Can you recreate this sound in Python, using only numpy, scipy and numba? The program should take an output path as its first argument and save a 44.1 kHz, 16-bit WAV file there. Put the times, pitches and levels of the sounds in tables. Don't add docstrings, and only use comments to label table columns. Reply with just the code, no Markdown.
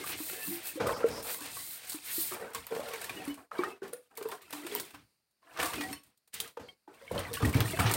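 import sys
import numpy as np
from scipy import signal
from scipy.fft import rfft, irfft
from scipy.io import wavfile
from scipy.ndimage import uniform_filter1d
from numba import njit

SR = 44100
rng = np.random.default_rng(int(sys.argv[2]) if len(sys.argv) > 2 else 0)


def waveform_to_disk(signal):
    frames = np.transpose(np.atleast_2d(signal))
    scaled = np.clip(frames, -1, 1) * 32767
    samples = np.round(scaled).astype(np.int16)
    wavfile.write(sys.argv[1], SR, samples)


N = 351036

# start_s, level_db, air_pitch_hz, rattle_db (re knock), t60_s
JUG_KNOCKS = [(0.099, -41, 340.6, 9, 0.1), (0.202, -34, 312, -7, 0.13), (0.331, -36.5, 364, -17.5, 0.051),
              (0.395, -54, 520, 16.5, 0.089), (0.474, -37.5, 292.7, -23, 0.2),
              (0.756, -33.5, 317.5, -17, 0.18), (0.807, -22, 485, -9, 0.066),
              (0.868, -20.5, 488, -5.5, 0.066), (0.949, -41.5, 494, 3, 0.12), (1.006, -37.5, 500, 6, 0.15),
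              (1.042, -10.5, 460, -32.5, 0.054), (1.265, -43, 491, -12, 0.11),
              (1.412, -40.5, 286, 2, 0.092), (1.944, -34.5, 310, -6.5, 0.13), (2.18, -31, 329, -16, 0.11),
              (2.322, -37, 359.5, 0, 0.13), (2.398, -45, 488, -16, 0.12), (2.471, -42, 473, -12, 0.049),
              (2.559, -44, 460, 11, 0.15), (2.723, -23, 469, -9, 0.046), (2.765, -24.5, 462, -1.5, 0.044),
              (2.794, -23.5, 569, -20, 0.032), (3.275, -29, 282.3, -16, 0.2),
              (3.388, -48.5, 267.4, -19, 0.13), (3.515, -51, 595, 13, 0.12), (3.59, -18.5, 355, -29, 0.092),
              (3.82, -31, 385, -14, 0.12), (3.931, -33.5, 485, -23, 0.12), (4.179, -40.5, 450.4, 1, 0.21),
              (4.213, -30.5, 422, -5.5, 0.086), (4.256, -26, 432.5, -11, 0.057),
              (4.325, -36, 419, 4.5, 0.081), (4.53, -46, 295, 2.5, 0.58), (4.647, -36.5, 338.5, -13, 0.24),
              (4.72, -35.5, 414.6, -13, 0.33), (4.946, -49.5, 289, 14, 0.095),
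              (5.589, -44.5, 327.4, 14, 0.18), (5.909, -36.5, 281.5, -21, 0.11),
              (6.573, -31, 483, -4, 0.057), (6.879, -47.5, 330.5, -1.5, 0.082),
              (7.015, -50, 483, -3, 0.091), (7.113, -19, 497, -10, 0.023), (7.163, -35, 539, -8, 0.091),
              (7.312, -37, 462, -1, 0.12), (7.405, -35.5, 454, 3, 0.26), (7.425, -28, 245.5, -21, 0.25),
              (7.549, -23, 265.4, -21, 0.18), (7.734, -30, 365, -5, 0.055), (7.792, -29, 463.5, 11, 0.043),
              (7.908, -30.5, 367, 3.5, 0.16)]
# start_s, level_db, body_db (re burst)
WATER_BURSTS = [(0.0404, -33, -7), (0.6697, -24.5, -17), (0.8693, -28, -7), (1.0724, -40, -3),
                (1.0869, -34, -7), (1.2276, -28, -15), (1.2695, -29, -17), (1.3359, -34, -17),
                (1.407, -28, -17), (1.5674, -32, -11), (1.896, -19.5, -37), (2.5345, -33, -4),
                (2.549, -24, -16), (2.668, -33.5, -4), (2.7496, -34, 2), (2.8005, -36, 2),
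                (2.8856, -32, 0.5), (2.9362, -28, 1), (3.015, -25, -7), (3.044, -29, -10), (3.095, -28, 0),
                (3.2525, -38, -13), (3.28, -34, -14), (3.343, -36.5, -12), (3.6366, -34, 5),
                (3.8791, -39, -7), (3.931, -31.5, -23), (4.1533, -44.5, -8), (4.1744, -28, -14),
                (4.2263, -31, -7), (4.2873, -37, -2), (4.3165, -32, 2.5), (4.4184, -38.5, -19),
                (4.5057, -38.5, 1), (4.528, -32, 3), (4.6664, -27, -2), (4.7506, -29, -17.5),
                (4.801, -21.5, -20), (4.9057, -40, -4), (4.9458, -44, 3), (5.3106, -58, -27.5),
                (5.573, -36, 7.5), (5.5992, -24.5, 2.5), (5.6282, -20.5, 1), (5.658, -21, -11),
                (5.7345, -26.5, 3), (5.8092, -27, 3), (5.9273, -30, -10.5), (6.035, -44, -20.5),
                (6.0646, -51, -20), (6.1746, -51.5, -30), (6.2764, -47.5, -11.5), (6.342, -22.5, -30),
                (6.4021, -16.5, -16), (6.4762, -35, -17), (6.572, -52.5, 9), (6.945, -51, -10),
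                (7.1167, -33.5, -19), (7.1506, -35, -2), (7.1914, -25, -5), (7.3367, -20.5, -13),
                (7.425, -41, 6), (7.4524, -21.5, -11), (7.4924, -26.5, -13), (7.529, -28, -1),
                (7.5445, -27, 5), (7.5686, -28, -3), (7.6049, -23.5, 5), (7.6575, -28, -7),
                (7.7085, -24, -16), (7.796, -20, 0), (7.861, -31, 1), (7.8955, -27, -14),
                (7.9143, -16.5, -14), (7.9381, -12.5, -20)]
# start_s, level_db, pitch_hz
SINGING_BUBBLES = [(0.041, -29, 1170), (0.803, -28, 1410), (0.866, -23, 1040), (0.893, -17, 1056),
                   (1.033, -23.5, 1350), (1.179, -31, 993), (1.569, -29.5, 1108), (1.602, -34, 1990),
                   (2.427, -36, 1900), (2.547, -28, 1080), (2.871, -38, 1060), (3.044, -33, 1797),
                   (3.095, -28.5, 2410), (3.516, -28.5, 1270), (3.59, -23, 1107), (3.635, -18.5, 1240),
                   (3.82, -35, 1485), (3.931, -37, 1416), (4.169, -41, 2180), (4.263, -34, 988),
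                   (4.29, -30.5, 930), (4.328, -27.5, 1045), (4.53, -27.5, 980), (4.751, -27.5, 970),
                   (4.946, -46.5, 1035), (5.429, -50.5, 1060), (5.564, -34, 1186), (5.597, -20, 1736),
                   (5.631, -21.5, 1172), (5.729, -31, 1170), (6.402, -31, 3180), (6.572, -33, 870),
                   (6.686, -39, 2170), (6.877, -38, 836), (7.078, -38, 2200), (7.11, -32, 970),
                   (7.156, -27, 980), (7.179, -23.5, 3085), (7.251, -30, 1980), (7.369, -26.5, 1120),
                   (7.426, -25.5, 1200), (7.448, -22, 1876), (7.539, -26, 2270), (7.571, -30, 2300),
                   (7.604, -31, 1250), (7.657, -27.5, 1836), (7.773, -23, 1600), (7.807, -18, 1210),
                   (7.912, -26.5, 1810)]
# start_s, level_db, pitch_hz, t60_s
BASIN_BUMPS = [(0.478, -38.5, 189, 0.21), (0.808, -30, 192, 0.1), (7.125, -39, 83.4, 0.12),
               (7.179, -33, 94.5, 0.24), (7.427, -12, 99, 0.079), (7.55, -7.5, 114, 0.07),
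               (7.603, -12.5, 107, 0.077), (7.649, -22.5, 108, 0.17), (7.804, -21, 91.5, 0.13),
               (7.847, -17.5, 111, 0.23), (7.912, -29, 109, 0.15)]
# pitch_hz, level_db, t60_s
WALL_MODES = [(740, -6, 0.24), (1110, -7.5, 0.32), (1849, -13, 0.18), (1946, -4.5, 0.18),
              (2128, -1.5, 0.088), (2630, -2.5, 0.16), (3070, -10, 0.063), (4330, -2.5, 0.15),
              (5420, -7, 0.12), (8800, -4.5, .12), (11550, -11, 0.13)]
# start_s, level_db, brightness_db_per_octave (about 3000 Hz)
WALL_TAPS = [(3.277, -38, -1), (5.929, -26.5, 3.5), (6.6852, -50, -3), (7.1797, -32, 1)]
# frequency_hz, density_db (per Hz)
SPLASH_SPECTRUM = [(290, -37), (500, 3.5), (539, -15.5), (626, -4), (1720, -4.5), (1890, -6), (2040, -6),
                   (2450, -5.5), (6500, -18), (8450, -50), (14300, -120)]
# frequency_hz, density_db (per Hz)
SUDS_SPECTRUM = [(2350, -16), (4000, -2.5), (6140, -9.5), (6780, -6), (7530, -4.5), (8210, -1), (9010, 1.5),
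                 (10100, -5.5), (13200, -3), (15200, -4.5), (16000, -4)]
# frequency_hz, density_db (per Hz)
FLOOR_SPECTRUM = [(24, -29.5), (40, -2.5), (147, -0.5), (412, -5.5), (503, -5.5), (1020, -8), (2630, -8),
                  (3380, -14), (4570, -2.5), (5870, -13.5), (8000, -14), (9000, -6), (10200, -13),
                  (16000, -13.5)]
# start_s, level_db, pitch_hz, length_s
MODE_SINGS = [(0.286, -51.5, 2600, .07), (0.357, -54, 1754, 0.19), (0.417, -53, 2660, .1),
              (0.477, -63, 761, 0.29), (0.494, -45, 342, 0.12), (0.046, -57, 2550, 0.21),
              (.635, -54, 2590, 0.12), (2.164, -55.5, 1890, .08), (3.156, -56, 1880, .1),
              (3.277, -56, 2980, .08), (3.7, -59, 2590, .07), (7.3, -49, 484, 0.04),
              (0.773, -40, 517, 0.023), (2.71, -36.5, 477, .02), (3.085, -46, 1130, 0.034),
              (3.165, -49.5, 2890, 0.035), (3.181, -52, 755, 0.11), (3.274, -62, 14500, 0.065),
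              (3.572, -49.5, 2290, 0.057), (3.644, -42, 1860, 0.034), (5.78, -46, 2470, 0.074),
              (5.81, -41, 1917, .07), (5.821, -48.5, 759, 0.13), (5.949, -59, 3030, .05),
              (6.687, -58, 3200, 0.028), (7.011, -56, 542, .07), (7.731, -45, 642, 0.028)]
# start_s, level_db, centre_hz, length_s
WATER_SHEETS = [(.92, -49, 5060, .08), (1.08, -49, 5260, 0.17), (6.6, -66, 4530, .16)]
# time_s, bubble_share (0-1)
BUBBLE_SHARE = [(0, .15), (.75, .15), (.8, .35), (1.2, .18), (2.3, .15), (2.7, .3), (5.4, .3), (6.9, .25),
                (7.1, .42), (7.96, .42)]
# start_s, level_db, pitch_hz
BRIGHT_CLICKS = [(2.5484, -24, 7700), (2.668, -30, 13600), (3.0127, -42, 9200), (3.9346, -25, 9500),
                 (3.2525, -33, 10600), (3.343, -36, 9050), (4.174, -32, 12900), (4.288, -31, 13100),
                 (4.53, -36, 12000), (4.5085, -31, 11200), (4.7508, -17, 14400), (4.799, -22.5, 4580),
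                 (5.27, -65, 4500), (5.6332, -23, 8700), (6.341, -26.5, 8030), (6.4027, -15, 3660),
                 (7.332, -25, 4070), (7.605, -18, 3330), (7.9136, -21, 9050), (7.939, -14, 9150)]
# start_s, hold_s, swell_db (over the hold), splash_db,
# upper_splash_db (re splash), suds_db, jug_air_db, boom_db
WATER_MOVES = [(0, 0.767, -2.5, -51, 8.5, -46.5, -52, -57.5),
               (0.803, 0.055, -4, -30, -14.5, -60, -25.5, -39),
               (0.867, 0.056, -1.5, -27, -12.5, -45, -33.5, -40.5),
               (0.967, 0.085, -2, -37.5, -9, -52, -35.5, -51), (1.065, .14, -2.5, -41, -7.5, -46, -36, -53),
               (1.249, .15, -1, -41, -2, -45.5, -48, -64), (1.42, 0.19, -2.5, -49.5, 4, -42.5, -56, -56),
               (1.592, 0.24, -7, -56.5, 7, -45, -64, -61), (1.833, 0.52, 4.5, -60.5, 11, -48, -66, -63),
               (2.316, 0.047, 0.5, -37, -25, -49, -40.5, -62),
               (2.399, .11, -6.5, -39, -10.5, -52.5, -42.5, -56),
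               (2.55, 0.097, -10.5, -42.5, 3.5, -44.5, -56, -49), (2.67, 0.028, 1, -56, 6, -58, -66, -62),
               (2.709, 0.11, -1, -43, -6, -52.5, -37.5, -50.5), (2.832, 0.24, 1, -45, 1.5, -48.5, -52, -58),
               (3.099, 0.21, 0.5, -51, 5.5, -53.5, -42.5, -55),
               (3.377, 0.031, -1, -48.5, -19, -62.5, -60, -61),
               (3.528, 0.052, 4.5, -41, -10.5, -61, -52, -70),
               (3.585, .13, -6.5, -37.5, -3.5, -51.5, -39, -53),
               (3.832, 0.072, -11.5, -43, -6.5, -56.5, -35.5, -70),
               (3.931, 0.037, -5.5, -56.5, 7, -63, -50.5, -77), (4.024, 0.078, -5, -80, 8, -72.5, -78, -82),
               (4.111, 0.035, -5.5, -55, -15.5, -72, -60, -78),
               (4.168, 0.18, 10, -54.5, -4, -62.5, -59, -74), (4.412, 0.13, 2, -58, 3.5, -63, -62, -73),
               (4.528, 0.092, -6, -47.5, 6, -47.5, -50, -61),
               (4.636, 0.15, 8, -57.5, 12, -51.5, -45.5, -79),
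               (4.799, 0.11, -14.5, -50, 9.5, -48, -46.5, -63), (4.938, 0.053, -6, -59, 5, -63, -57, -55),
               (5.016, 0.096, -15.5, -76, 2.5, -75, -85, -64),
               (5.421, 0.18, 26.5, -66.5, -5, -76.5, -75.5, -83),
               (5.592, 0.13, -4.5, -29.5, -5, -39.5, -43.5, -43.5),
               (5.742, 0.18, -5, -44.5, 7.5, -43, -37.5, -44.5), (6.047, 0.052, 1.5, -75, 1, -74, -80, -73),
               (6.335, 0.062, -1, -67.5, 17, -51.5, -58, -63), (6.397, .04, 4, -54.5, -1, -58, -62, -59),
               (6.443, 0.039, -8, -48.5, 3, -56, -53, -50), (6.598, 0.093, -19, -50, -20, -63.5, -37, -48),
               (6.682, 0.034, -9, -68, 1, -64, -70, -60), (6.883, 0.057, -1, -54, -17.5, -67, -55.5, -72.5),
               (6.942, 0.19, 3, -59, 0.5, -64, -62, -70), (7.117, 0.086, 5, -44, -5, -59, -36.5, -38),
               (7.235, 0.084, -3, -44, 0, -54, -44, -41.5),
               (7.339, 0.067, -7, -46.5, 13.5, -41.5, -48, -45),
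               (7.423, 0.065, 0, -42.5, 0, -48, -28, -30.5),
               (7.559, 0.084, -4.5, -39, 1.5, -46, -26.5, -27),
               (7.652, 0.13, -0.5, -46, 7, -44, -44, -38.5), (7.794, 0.047, -6, -24, -7, -33.5, -53, -25),
               (7.862, .1, 1, -34.5, -0.5, -43, -34, -37)]
# start_s, length_s, suds_db, fineness_db
SPONGE_STROKES = [(0.04, 0.1, -40.5, 8), (0.17, 0.24, -42, 7.5), (0.382, 0.22, -39, 11.5),
                  (0.624, .11, -42, 11), (1.222, 0.18, -43, 10.5), (1.528, 0.29, -48, 15),
                  (1.867, .12, -39.5, 3), (2.038, 0.32, -38.5, 9.5)]

FLOOR_DB = -81
ROOM_T60_S, ROOM_DB = 0.23, -8.5
TOP_HZ = 15900
GATE_DB, GATE_SLOPE = -66, 0.5
SPRAY_FINE_DB = -2
BURST_T60_S, PLINK_T60_S, CLICK_T60_S = 0.062, 0.048, 0.0027
RISE_DB_PER_S, FALL_DB_PER_S = 2600, 289.5
SPATTER_DB, SPATTER_SPREAD_DB, SPATTER_T60_S = 11, 3.5, 0.013


def undb(db):
    return 10 ** (np.asarray(db) / 20)


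def unit(x):
    return x / np.sqrt(np.mean(x ** 2))


def noise():
    return rng.standard_normal(N)


def colour(x, points):
    hz, db = np.transpose(points)
    grid = np.maximum(np.fft.rfftfreq(N, 1 / SR), 1)
    gain = undb(np.interp(np.log(grid), np.log(hz), db))
    return unit(irfft(rfft(x) * gain, N))


def walk(rate):
    hold = int(SR / rate)
    steps = np.repeat(rng.standard_normal(N // hold + 1), hold)
    smooth = uniform_filter1d(uniform_filter1d(steps, hold), hold)
    return 1.54 * smooth[:N]


@njit
def resonate(x, hz, q):
    out, band, low, damping = np.empty(len(x)), 0., 0., 1 / q
    for i in range(len(x)):
        g = np.tan(np.pi * hz[i] / SR)
        v = (band + g * (x[i] - low)) / (1 + g * (g + damping))
        band, low, out[i] = 2 * v - band, low + 2 * g * v, damping * v
    return out


@njit
def rings(s, size, hz, t60, glide, length):
    out = np.zeros(length)
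    for k in range(len(s)):
        start, count, phase = int(s[k] * SR), int(t60[k] * SR), 0.
        fade, amplitude = 1000 ** (-1 / max(count, 1)), size[k]
        for i in range(min(count, length - start)):
            phase += 2 * np.pi * hz[k] * (1 + glide[k] * i / count) / SR
            amplitude *= fade
            out[start + i] += amplitude * np.sin(phase) * min(phase / (2 * np.pi), 1.)
    return out


def fades(s, db, t60, rise=0.0041):
    out = np.zeros(N)
    for start, size, ring in zip(s, undb(db), t60):
        part = out[int(start * SR):int((start + ring) * SR)]
        part += size * undb(-60 * np.arange(len(part)) / SR / ring)
    return uniform_filter1d(out, max(int(rise * SR), 1))


def curves(table):
    s, *columns = np.transpose(table)
    t = np.arange(N) / SR
    return [np.interp(t, s, column) for column in columns]


def bubbles(count, lo_hz, hi_hz, cycles, spread_db):
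    when, pitch, big, life = rng.random((count, 4)).T
    hz = lo_hz * (hi_hz / lo_hz) ** pitch
    size = undb(-spread_db * np.log(1 - .97 * big))
    t60 = cycles * (.5 + life) / hz
    return unit(rings(when * N / SR, size, hz, t60, 0.14 * life, N))


def moves(db):
    t = np.arange(0, N, 32) / SR
    s, hold, swell_db = np.transpose(WATER_MOVES)[:3, :, None]
    rise = RISE_DB_PER_S * np.minimum(t - s, 0)
    held = swell_db * np.clip((t - s) / hold, 0, 1)
    fall = FALL_DB_PER_S * np.maximum(t - s - hold, 0)
    power = np.sum(undb(db[:, None] + rise + held - fall) ** 2, axis=0)
    return np.interp(np.arange(N) / SR, t, 10 * np.log10(power + 1e-14))


def quiet_floor():
    return undb(FLOOR_DB + 2.2 * walk(7.)) * colour(noise(), FLOOR_SPECTRUM)


def room_tail(hits):
    t = np.arange(int(ROOM_T60_S * SR)) / SR
    echo = rng.standard_normal(len(t)) * undb(-60 * t / ROOM_T60_S) * (t > .004)
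    echo = echo / np.sqrt(np.sum(echo ** 2))
    return undb(ROOM_DB) * signal.fftconvolve(hits, echo)[:N]


def basin(db):
    spectrum = [(25, -30), (55, -5.5), (110, -4.0), (190, -9), (300, -11.5), (600, -58.5)]
    boom = colour(noise() * undb(3. * walk(14)), spectrum)
    s, peak_db, hz, t60 = np.transpose(BASIN_BUMPS)
    thuds = rings(s, undb(peak_db), hz, t60, np.full(len(s), -.05), N)
    return undb(db - 3.5) * boom + thuds


def wall_hum():
    rub, out = noise(), 0
    for hz, db, t60 in WALL_MODES[:7]:
        mode = unit(resonate(rub, np.full(N, 1. * hz), hz * t60 / 2.5))
        out = out + undb(db + 6.2 * walk(16.)) * mode
    return unit(out)


def splash(db, upper_db, share):
    crowd = bubbles(count=4000, lo_hz=551.9, hi_hz=5977.0, cycles=87.0, spread_db=3.5)
    crowd = colour(crowd, [(500, 1.8), (6000, 12.0)])
    churn = noise() * undb(4.1 * walk(25))
    water = colour(np.sqrt(share) * crowd + np.sqrt(1 - share) * churn, SPLASH_SPECTRUM)
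    low = signal.sosfilt(signal.butter(3, 1800, fs=SR, output="sos"), water)
    high = signal.sosfilt(signal.butter(3, 1800, "high", fs=SR, output="sos"), water)
    hum = undb(-5.0 - 24.0 * share) * wall_hum()
    return undb(db - 6.0) * (unit(low) + undb(upper_db) * (unit(high) + hum))


def sheeting():
    out = np.zeros(N)
    for s, db, hz, length in WATER_SHEETS:
        part = out[int(s * SR):int((s + length) * SR)]
        count = 8 * 2048
        tone = resonate(rng.standard_normal(count), np.full(count, 1. * hz), 10.0)
        shape = np.sin(np.pi * np.linspace(0, 1, len(part)) ** 0.91)
        part += undb(db) * shape * unit(tone[-len(part):])
    return out


def bursts(suds_db):
    when, big, deep = rng.random((260, 3)).T
    spatter_db = suds_db[(when * N).astype(int)] + SPATTER_DB - SPATTER_SPREAD_DB * np.log(1 - .9 * big)
    spatter = [when * N / SR, spatter_db, -14. * deep]
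    s, db, body_db = np.hstack([np.transpose(WATER_BURSTS), spatter])
    t60 = np.repeat([BURST_T60_S, SPATTER_T60_S], [len(WATER_BURSTS), len(when)])
    crack = fades(s, db - 10.0, np.full(len(s), .005)) + fades(s, db - 12.5, t60)
    body = fades(s, db + body_db - 9.0, t60)
    return crack * colour(noise(), SUDS_SPECTRUM) + body * colour(noise(), SPLASH_SPECTRUM)


def plinks():
    s, db, hz = np.transpose(SINGING_BUBBLES)
    t60 = np.full(len(s), PLINK_T60_S)
    late, up = rng.random((len(s), 2)).T
    sung = rings(s, undb(db - 5.5), hz, t60, np.full(len(s), .06), N)
    neighbour_hz = hz * (1.1 + .4 * up)
    sung += rings(s + 0.0077 * late, undb(db - 7.0), neighbour_hz, 0.21 * t60, np.full(len(s), .1), N)
    return sung * undb(2 * walk(200))


def bright_clicks():
    s, db, hz = np.transpose(BRIGHT_CLICKS)
    t60 = np.full(len(s), CLICK_T60_S)
    spray = unit(np.diff(noise(), prepend=0))
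    click = rings(s, undb(db + 2.5), hz, t60, np.zeros(len(s)), N)
    return click + fades(s, db - 1.0, 1.2 * t60, rise=.0002) * spray


def sings():
    out = np.zeros(N)
    waver, drift = undb(3.7 * walk(60)), 1 + 0.0025 * walk(40)
    for s, db, hz, length in MODE_SINGS:
        span = slice(int(s * SR), int((s + length) * SR))
        shape = np.sin(np.pi * np.linspace(0, 1, span.stop - span.start) ** 0.55)
        tone = np.sin(2 * np.pi * hz * np.cumsum(drift[span]) / SR)
        out[span] += undb(db + 3.0) * shape * waver[span] * tone
    return out


def clinks():
    s, db, tilt_db = np.transpose(WALL_TAPS)
    hz, mode_db, t60 = np.transpose(WALL_MODES)
    slope = tilt_db[:, None] * np.log2(hz / 3000)
    uneven = 2 * rng.standard_normal(slope.shape)
    size = undb(db[:, None] + mode_db + slope - 9.5 + uneven)
    starts, pitches = np.repeat(s, len(hz)), np.tile(hz, len(s))
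    damped_t60 = 0.34 * np.tile(t60, len(s))
    return rings(starts, size.ravel(), pitches, damped_t60, np.zeros(size.size), N)


def jug(db, hz):
    slosh = noise() * undb(4.8 * walk(22))
    hoot = unit(resonate(resonate(slosh, hz, 3.2), hz, 3.2))
    hoot += 0.6 * unit(resonate(noise(), np.full(N, 330.), 1.))
    hoot += 0.14 * unit(resonate(slosh, np.full(N, 235.), 3.0))
    s, peak_db, air_hz, rattle_db, t60 = np.transpose(JUG_KNOCKS)
    knocks = rings(s, undb(peak_db), air_hz, t60, np.full(len(s), .03), N)
    spectrum = [(200, -22.5), (600, -11), (1000, 5.5), (2000, -9.5), (5000, -20.5), (16000, -31.5)]
    rattle = fades(s - .002, peak_db + rattle_db - 8.0, 0.77 * t60) * colour(noise(), spectrum)
    return undb(db - 5.5) * hoot + knocks + rattle


def scrub(spray_db):
    t = np.arange(N) / SR
    power = undb(spray_db) ** 2
    fine = power * SPRAY_FINE_DB
    for s, length, db, fine_db in SPONGE_STROKES:
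        arch = np.abs(np.sin(np.pi * np.clip((t - s) / length, 0, 1) ** .9)) ** 1.2
        stroke = undb(2 * db) * arch * (t < s + length)
        power, fine = power + stroke, fine + stroke * fine_db
    return 10 * np.log10(power), fine / power


def suds(db, fine_db):
    pops = bubbles(count=16000, lo_hz=4070.0, hi_hz=14400.0, cycles=15.0, spread_db=6.5)
    foam = colour(0.33 * pops + noise() * undb(2. * walk(30)), SUDS_SPECTRUM)
    top = signal.sosfiltfilt(signal.butter(3, 10500, "high", fs=SR, output="sos"), foam)
    return undb(db - 1.5) * (foam + (undb(fine_db) - 1) * top)


def scene():
    low_db, upper_re_db, spray_db, hoot_db, tub_db = np.transpose(WATER_MOVES)[3:]
    splash_db, air_db, boom_db = moves(low_db), moves(hoot_db), moves(tub_db)
    upper_db = moves(low_db + upper_re_db) - splash_db
    suds_db, fine_db = scrub(moves(spray_db))
    air_hz = curves(JUG_KNOCKS)[1]
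    share = curves(BUBBLE_SHARE)[0]
    hits = jug(air_db, air_hz) + clinks() + bright_clicks() + bursts(suds_db) + plinks()
    water = splash(splash_db, upper_db, share) + suds(suds_db, fine_db) + basin(boom_db) + sheeting()
    mono = hits + room_tail(hits) + water + sings()
    return np.tile(mono, (2, 1))


def record(dry):
    thin = signal.sosfilt(signal.butter(2, 60., "high", fs=SR, output="sos"), dry)
    loud = np.sqrt(np.abs(uniform_filter1d(thin ** 2, int(0.015 * SR))) + 1e-18)
    gated = thin * np.minimum(loud / undb(GATE_DB), 1) ** GATE_SLOPE
    top_cut = signal.ellip(10, .2, 60, TOP_HZ, fs=SR, output="sos")
    return signal.sosfilt(top_cut, gated + quiet_floor())


dry = scene()
out = record(dry)
waveform_to_disk(out)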